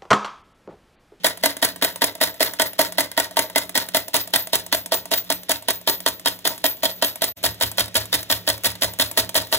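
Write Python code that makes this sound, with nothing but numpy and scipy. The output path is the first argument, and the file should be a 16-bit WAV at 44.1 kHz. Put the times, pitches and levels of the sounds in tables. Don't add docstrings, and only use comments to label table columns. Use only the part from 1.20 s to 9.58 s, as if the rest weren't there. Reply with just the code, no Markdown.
import sys
import numpy as np
from scipy import signal
from scipy.fft import rfft, irfft, next_fast_len
from scipy.io import wavfile
from scipy.ndimage import uniform_filter1d

SR = 44100
rng = np.random.default_rng(int(sys.argv[2]) if len(sys.argv) > 2 else 0)


def convert_level_to_amplitude(level_db):
    exponent = np.asarray(level_db, float) / 20
    return 10 ** exponent


def waveform_to_disk(signal):
    frames = np.transpose(np.atleast_2d(signal))
    scaled = np.clip(frames, -1, 1) * 32767
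    samples = np.round(scaled).astype(np.int16)
    wavfile.write(sys.argv[1], SR, samples)


N = 369558

# (time [s], blow [dB], knock [dB], chatter [dB], pin ring [dB])
STROKES_CONTACT_SIDE = [(.0443, -0.5, 3, -1.5, -30), (.2361, -1, 5.5, -4, -29), (.426, 0, -1, -2, -29),
                        (.6233, 0.5, 4, -5.5, -19.5), (.8187, 1, 5, -3.5, -27), (1.0127, -2, -7, -0.5, -21),
                        (1.2054, -2, -3, -3.5, -19), (1.397, 0, 1.5, -4.5, -22),
                        (1.5914, -0.5, -1.5, -1, -24), (1.7825, -1, -3.5, -4.5, -33.5),
                        (1.9761, -0.5, 3.5, -6.5, -31), (2.169, -0.5, 6, -8, -22),
                        (2.3588, 0.5, 0, -5.5, -28), (2.5534, -2, 3, -3.5, -19),
                        (2.7466, 0, 3.5, -4.5, -23), (2.9423, 0.5, -1, 0, -22)]
# (time [s], blow [dB], knock [dB], chatter [dB], pin ring [dB])
STROKES_WHEEL_SIDE = [(3.137, 1.5, 4, -3, -16), (3.3318, -0.5, -7, -4, -27), (3.5256, 2.5, -3, -5.5, -23),
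                      (3.7205, -1, -3, -3.5, -23), (3.915, -4, 4.5, -4.5, -15),
                      (4.1014, 0, -16, -10.5, -18), (4.294, -1.5, -1, -3.5, -31),
                      (4.4845, 1.5, 1.5, -6, -24), (4.6744, 0.5, -4, -3, -17), (4.862, 1, -4, -7.5, -24),
                      (5.0585, 1.5, -7, -7.5, -26), (5.252, -3.5, -0.5, -5.5, -25),
                      (5.441, 1.5, -2.5, -10.5, -16.5), (5.6327, -1.5, 8, -5.5, -19),
                      (5.8237, 0, 1, -6.5, -21), (6.0193, -1.5, -5, -6, -17)]
# (time [s], blow [dB], knock [dB], chatter [dB], pin ring [dB])
STROKES_CLOSE = [(6.239, -1.5, -3, -4, -30), (6.4105, 0, 0.5, -9, -26), (6.582, 2.5, 0, -8.5, -39),
                 (6.7529, -0.5, -13, -4, -31), (6.9282, 0, -4.5, -6, -30), (7.1003, 0.5, 2.5, -8, -27),
                 (7.2761, 2, 3.5, -6.5, -28), (7.4453, -0.5, -6, -4, -33), (7.6205, -0.5, -5, -5.5, -28.5),
                 (7.797, 3.5, 3.5, -8.5, -26), (7.9741, 3.5, -4.5, -3.5, -36), (8.1531, 2.5, 1.5, -5, -28),
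                 (8.3258, 1.5, -4, -5.5, -37)]
# (tick time [s], tick [dB], slide [dB])
RETURNS_CONTACT_SIDE = [(.1733, -3.5, -20.5), (.3676, 0, -17), (.56, -1.5, -19.5), (.7586, 5, -18),
                        (.9518, 2, -19.5), (1.1417, -5.5, -18.5), (1.3355, 2.5, -14.5), (1.532, -1.5, -20),
                        (1.7224, 2, -16.5), (1.9153, 1.5, -20.5), (2.1097, -2.5, -19), (2.2987, 1, -18.5),
                        (2.4931, 2.5, -20), (2.6868, 0.5, -17), (2.8816, 0.5, -22), (3.0744, -1.5, -17)]
# (tick time [s], tick [dB], slide [dB])
RETURNS_WHEEL_SIDE = [(3.2713, 2, -18), (3.4636, -1, -22), (3.6596, 1, -24), (3.8552, 3, -22),
                      (4.043, -14, -18), (4.2328, -7, -28), (4.4235, -4, -22.5), (4.6132, -6, -27),
                      (4.803, -0.5, -20), (4.996, -2.5, -26), (5.1892, -5, -22.5), (5.3785, -3, -17.5),
                      (5.5691, -9.5, -23), (5.762, -20, -18.5), (5.9568, -0.5, -20), (6.148, 6, -21.5)]
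# (tick time [s], tick [dB], slide [dB])
RETURNS_CLOSE = [(6.3437, -6.5, -26), (6.515, -7.5, -23.5), (6.6802, -0.5, -24.5), (6.855, -6.5, -23),
                 (7.0293, -1.5, -23), (7.2118, -9, -23.5), (7.378, -1.5, -24.5), (7.5532, -3, -24.5),
                 (7.7357, -1.5, -26.5), (7.9129, -3.5, -22.5), (8.092, 3.5, -25.5), (8.27, -10.5, -20.5),
                 (8.37, -15, -25)]
TURNS = np.hstack([STROKES_CONTACT_SIDE + STROKES_WHEEL_SIDE + STROKES_CLOSE,
                   RETURNS_CONTACT_SIDE + RETURNS_WHEEL_SIDE + RETURNS_CLOSE])

# (time after blow or tick [s], wood [dB], link [dB], bare steel [dB], spread [dB])
CYCLE_CONTACT_SIDE = [
    (-.009, -61, -32.5, -35, 4),
    (0, -15.5, -12, -13, 0.16),
    (0.024, -38, -33, -29, 2),
    (.0225, -28.5, -21.5, -9.5, 1),
    (0, -38, -39.5, -26, 2),
]
# (time after blow or tick [s], wood [dB], link [dB], bare steel [dB], spread [dB])
CYCLE_WHEEL_SIDE = [
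    (-.009, -77, -35, -59, 5.2),
    (0, -14.5, -13, -13.5, 1.67),
    (.014, -39, -22, -27, 4),
    (.0222, -30.5, -20.5, -11, 2.5),
    (0, -37, -43, -25.5, 2.2),
]
# (time after blow or tick [s], wood [dB], link [dB], bare steel [dB], spread [dB])
CYCLE_CLOSE = [
    (-0.0095, -65, -62, -33, 9),
    (0, -22, -16, -23, 1.26),
    (.0125, -40, -27, -15, 1.8),
    (.0235, -29.5, -18, -18, 1.8),
    (0, -38.5, -38.5, -27.5, 4.1),
]
BOUNCE_PER_CHATTER = -0.62
STEEL_FOLLOWS_KNOCK = 0.24
WANDER_S = .0004

# (time after blow [s], level [dB])
CHATTER = [(-.01, -60), (-.008, -43), (-.002, -27), (.003, -19), (.024, -17), (.038, -35), (.078, -49)]
# (time after blow [s], level [dB])
SLIDE = [(.02, -42), (.04, -19), (.065, -13), (.09, -23), (.125, -35.5), (.17, -29.5)]

# (frequency [Hz], level [dB], t60 [s])
WOOD = [(292.5, -10.5, 0.082), (377.7, -15.5, 0.059), (474, -13.5, 0.023), (654.3, 0, 0.039),
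        (676, -4, 0.035), (940, -2.5, 0.038), (1001, -6, 0.038), (1131, -11.5, 0.043)]
# (frequency [Hz], level [dB], t60 [s])
LINK = [(1550, 0, 0.037), (1774, -6, 0.037), (1958, 1.5, .035), (1994, -2.5, 0.025), (2270, -15, 0.035)]
# (frequency [Hz], level [dB], t60 [s])
CRANK = [(2850, -6, .025), (3300, 0, .035), (3440, -3, .03), (3630, -3, .03), (3900, -3, .025),
         (4300, -5, .025)]
# (frequency [Hz], level [dB], t60 [s])
STEEL = [(7440, -54, 0.059), (8360, 6, 0.026), (9980, 8, 0.012), (11400, 2, 0.014)]
# (frequency [Hz], level [dB], t60 [s])
PIN = [(14178, 0, .2), (14200, -4, .15), (14388, -4, .15), (14416, 0, .2), (14765, -1, .11),
       (14966, -2, .11)]
# (frequency [Hz], level [dB], t60 [s])
FRAME = [(74.4, 0, 0.18), (106.3, 0, 0.39)]

# (frequency [Hz], density [dB/Hz])
WOOD_CRACK = [(60, -88), (150, -30), (270, -8.5), (600, -1), (1300, -3), (2500, -41.5)]
# (frequency [Hz], density [dB/Hz])
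LINK_CRACK = [(900, -33), (1600, 13), (2100, 18.5), (2700, -28)]
# (frequency [Hz], density [dB/Hz])
CRANK_CRACK = [(2000, -11), (2800, -9.5), (3700, 2), (5000, 0.5), (6500, -15.5)]
# (frequency [Hz], density [dB/Hz])
STEEL_CRACK = [(3000, -2), (5000, -3.5), (8000, 0.5), (11000, 2), (13000, 0), (15000, 1), (16500, -2)]

# (time [s], link [dB], wood [dB], frame [dB])
FACING = [
    (0, 5, 2.5, -10),
    (2.3, 5, 4.5, -10),
    (3, -0.5, 0, -8.5),
    (6.1, -2, 0.5, -11),
    (6.2, -1, -1.5, 0.5),
    (8.38, -2.6, 0, -4),
]
# (time [s], level [dB])
JOIN = [
    (6.122, 1.5),
    (6.126, -17.5),
    (6.142, -55),
    (6.146, -73),
    (6.153, -65),
    (6.159, -31),
    (6.171, 4.5),
]

# (frequency [Hz], density [dB/Hz])
SHOP = [(30, 6), (100, -1.5), (300, -0.5), (640, -5), (1240, -12.5), (3500, -3.5), (11000, -21.5),
        (15000, -27)]
SHOP_DB = -51.5
HUM_HZ, HUM_DB = 179, -59
# (frequency [Hz], t60 [s])
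ROOM = [(100, 0.38), (2500, 0.2), (15000, 0.11)]

# (frequency [Hz], phase beyond the lag [rad], left minus right [dB], likeness [0-1])
PORTS = [(60, .3, -2.4, .84), (650, -.5, -1.5, .84), (900, -.9, 4.5, .7), (1400, -1.8, 0, .5),
         (1900, -1.6, -2, .7), (2350, -1, 0, .25), (3500, -3.1, 0, .72), (4800, -2.8, 0, .88),
         (6000, -2.6, 0, .55), (8800, -2, 0, .9), (10300, -1.6, 0, .62), (13200, -1.1, 0, .9),
         (15000, -.6, 0, .75), (16500, -2.3, 0, .7)]
LAG_S = 9 / SR


def engine(struck):
    chatter = after_strokes(CHATTER, column=3)
    slide = after_strokes(SLIDE, column=7)

    wood_blow = convert_level_to_amplitude(19.0) * blows(struck, column=1, decay_s=0.0026, firm=1.4)
    link_blow = convert_level_to_amplitude(17.5) * blows(struck, column=2, decay_s=0.0047, firm=0.73)
    steel_blow = convert_level_to_amplitude(17.5) * blows(struck, column=3, decay_s=0.0029, firm=0.35)

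    wood_rub = rattle(1500, 3.4) * (convert_level_to_amplitude(-5) * chatter + convert_level_to_amplitude(-4.5) * slide)
    link_rub = rattle(2500, 2.03) * (convert_level_to_amplitude(-3.5) * chatter + convert_level_to_amplitude(-2.5) * slide)
    steel_rub = rattle(5000, 3.8) * (convert_level_to_amplitude(-1.5) * chatter + convert_level_to_amplitude(-2.5) * slide)

    wood = part(wood_blow, wood_rub, WOOD, WOOD_CRACK,
                crack_db=-10.5, rub_ring_db=-7.5, rise_s=0.0022, slack=0.0073)
    link = part(link_blow, link_rub, LINK, LINK_CRACK,
                crack_db=-10, rub_ring_db=-6.0, rise_s=0.00076, slack=0.025)
    crank = part(link_blow, link_rub, CRANK, CRANK_CRACK,
                 crack_db=3.0, rub_ring_db=-12, rise_s=0.001, slack=0.02)
    steel = part(steel_blow, steel_rub, STEEL, STEEL_CRACK,
                 crack_db=10, rub_ring_db=-22, rise_s=0.00078, slack=0.017)
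    return (facing(column=2) * wood + convert_level_to_amplitude(-7.5) * facing(column=1) * link
            + convert_level_to_amplitude(-3) * crank + convert_level_to_amplitude(-9.5) * steel)


def hits():
    s, blow_db, knock_db, chatter_db, pin_db, tick_s, tick_db, slide_db = TURNS.T
    turns_per_view = [len(STROKES_CONTACT_SIDE), len(STROKES_WHEEL_SIDE), len(STROKES_CLOSE)]
    cycle = np.repeat([CYCLE_CONTACT_SIDE, CYCLE_WHEEL_SIDE, CYCLE_CLOSE], turns_per_view, axis=0)
    delay_s, force_db, spread_db = cycle[..., 0], cycle[..., 1:4], cycle[..., 4:]
    chance = rng.standard_normal(cycle.shape)

    at_s = np.transpose([s, s, s, s, tick_s]) + delay_s
    at_s += WANDER_S * chance[..., 0] * (delay_s != 0)

    bounce_db = BOUNCE_PER_CHATTER * (chatter_db - chatter_db.mean())
    own_db = np.transpose([0 * s, blow_db, bounce_db, knock_db, tick_db])
    level_db = force_db + own_db[..., None] + spread_db * chance[..., 1:4]
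    level_db[:, -2, -1] -= (1 - STEEL_FOLLOWS_KNOCK) * knock_db
    return np.column_stack([at_s.ravel(), level_db.reshape(at_s.size, -1)])


def blows(struck, column, decay_s, firm):
    t, out = np.arange(600) / SR, np.zeros(N)
    shape = (1 - np.exp(-t / 0.00059)) * np.exp(-t / decay_s)
    force = rng.standard_normal((len(struck), len(t))) * shape / np.linalg.norm(shape)
    force[:, 20] += firm
    for row, burst in zip(struck, force):
        add(out, row[0], convert_level_to_amplitude(row[column]) * burst / np.linalg.norm(burst))
    return out


def rattle(per_s, spread_db):
    clumps = evened(smooth_twice(rng.standard_normal(N), 150))
    size_db = spread_db * (np.minimum(rng.exponential(1, N), 4) + 0.99 * clumps)
    touches = rng.random(N) < per_s / SR
    return evened(touches * rng.standard_normal(N) * convert_level_to_amplitude(size_db))


def after_strokes(shape, column, follow=1):
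    s, db = np.transpose(shape)
    t, out = np.arange(s[0], s[-1], 1 / SR), np.zeros(N)
    shape_db = np.interp(t, s, db)
    for row in TURNS:
        add(out, row[0] + s[0], convert_level_to_amplitude(follow * row[column] + shape_db))
    return out


def part(blow, rub, modes, points, crack_db, rub_ring_db, rise_s, slack):
    stroke = np.searchsorted(TURNS[:, 0] - .02, np.arange(N) / SR)
    seat = rng.integers(0, 3, len(TURNS) + 1)[stroke]
    out = convert_level_to_amplitude(crack_db) * signal.oaconvolve(blow + rub, crack(points))
    drive = blow + convert_level_to_amplitude(rub_ring_db) * rub
    shifts = 1 + slack * rng.standard_normal((3, len(modes)))
    for k, shift in enumerate(shifts):
        retuned = [(hz * ratio, db, t60_s) for (hz, db, t60_s), ratio in zip(modes, shift)]
        out += signal.oaconvolve(drive * (seat == k), ring(retuned, 2048 / SR, rise_s))
    return out[:N]


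def ring(modes, seconds, rise_s=0.0011):
    t = np.arange(round(seconds * SR)) / SR
    h = sum(convert_level_to_amplitude(db - 60 * t / t60_s) * np.sin(2 * np.pi * hz * t) for hz, db, t60_s in modes)
    h = h * (1 - np.exp(-t / rise_s))
    return h / np.linalg.norm(h)


def crack(points):
    hz = abs(np.fft.fftfreq(4096, 1 / SR))
    log_gain = np.log(convert_level_to_amplitude(read(points, hz)))
    h = np.fft.ifft(np.exp(np.conj(signal.hilbert(log_gain)))).real[:2048]
    return h / np.linalg.norm(h)


def pin():
    touch = after_strokes([(.004, 3), (.025, 2), (.07, -3), (.15, -22.5)], column=4)
    out = np.zeros(N)
    for mode in PIN:
        touches = touch * rattle(150, 5.6)
        out += convert_level_to_amplitude(mode[1]) * signal.oaconvolve(touches, ring([mode], .3))[:N]
    return convert_level_to_amplitude(-19.0) * out


def frame():
    push = after_strokes([(.003, -45), (.02, -3), (.032, -4), (.038, -48)], column=3, follow=0.23)
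    push = push - uniform_filter1d(push, size=900)
    push = push * (1 + 2.3 * uniform_filter1d(rng.standard_normal(N), size=300))
    return convert_level_to_amplitude(-37.5) * facing(column=3) * signal.oaconvolve(push, ring(FRAME, 0.17))[:N]


def facing(column):
    columns = np.transpose(FACING)
    return convert_level_to_amplitude(np.interp(np.arange(N) / SR, columns[0], columns[column]))


def room(x):
    taps = rng.standard_normal((2, SR // 2))
    taps[:, :round(.004 * SR)] = 0
    hz, t, z = signal.stft(taps, SR, nperseg=256)
    decay = convert_level_to_amplitude(-60 * t / read(ROOM, hz)[:, None])
    tail = signal.istft(z * decay, SR, nperseg=256)[1]
    return signal.oaconvolve(x[None], tail / np.linalg.norm(tail[0]), axes=1)[:, :N]


def shop():
    hz = np.fft.rfftfreq(N, 1 / SR)
    tone = irfft(rfft(rng.standard_normal((2, N))) * convert_level_to_amplitude(read(SHOP, hz)), N)
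    waver = evened(smooth_twice(rng.standard_normal(N), 2500))
    hum = (1 + 0.87 * waver) * np.sin(2 * np.pi * HUM_HZ * np.arange(N) / SR)
    return convert_level_to_amplitude(SHOP_DB) * evened(tone) + convert_level_to_amplitude(HUM_DB) * hum


def ports(x, other):
    size = next_fast_len(N + 512)
    hz = np.fft.rfftfreq(size, 1 / SR)
    f, *columns = np.transpose(PORTS)
    turn_rad, left_db, same = (np.interp(hz, f, c) for c in columns)
    heard = same * rfft(x, size) + np.sqrt(1 - same ** 2) * rfft(other, size)
    delay = np.exp(-1j * (2 * np.pi * hz * LAG_S + turn_rad))
    right = irfft(heard * convert_level_to_amplitude(-left_db) * delay, size)[:N]
    return np.array([x, right])


def evened(x):
    return x / np.sqrt(np.mean(x ** 2) + 1e-20)


def smooth_twice(x, size):
    return uniform_filter1d(uniform_filter1d(x, size=size), size=size)


def read(points, hz):
    f, value = np.transpose(points)
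    return np.interp(np.log(hz + 1), np.log(f + 1), value)


def add(mix, s, sound):
    span = mix[round(s * SR):][:len(sound)]
    span += sound[:len(span)]


def scene():
    small = signal.butter(2, 215, "highpass", fs=SR, output="sos")
    struck = hits()
    machine, aside = signal.sosfilt(small, [engine(struck) + pin(), engine(struck)])
    front, flank = convert_level_to_amplitude(-12.5) * room(machine) + shop()
    return ports(machine + frame() + front, aside + flank)


def low_pass(x):
    return signal.sosfilt(signal.butter(12, 16810, fs=SR, output="sos"), x)


def record(dry):
    fade = convert_level_to_amplitude(np.interp(np.arange(N) / SR, *np.transpose(JOIN)))
    x = signal.sosfilt(signal.butter(3, 65, "highpass", fs=SR, output="sos"), dry * fade)
    x = 1.05 * np.tanh(x / 1.05)
    edge_hz = [0, 15620, 15980, 16700, 16900, SR / 2]
    edge = signal.firwin2(401, edge_hz, convert_level_to_amplitude([0, 0, -28, -30, -80, -80]), fs=SR)
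    return low_pass(signal.oaconvolve(x, edge[None], "same"))


dry = scene()
out = record(dry)
waveform_to_disk(out)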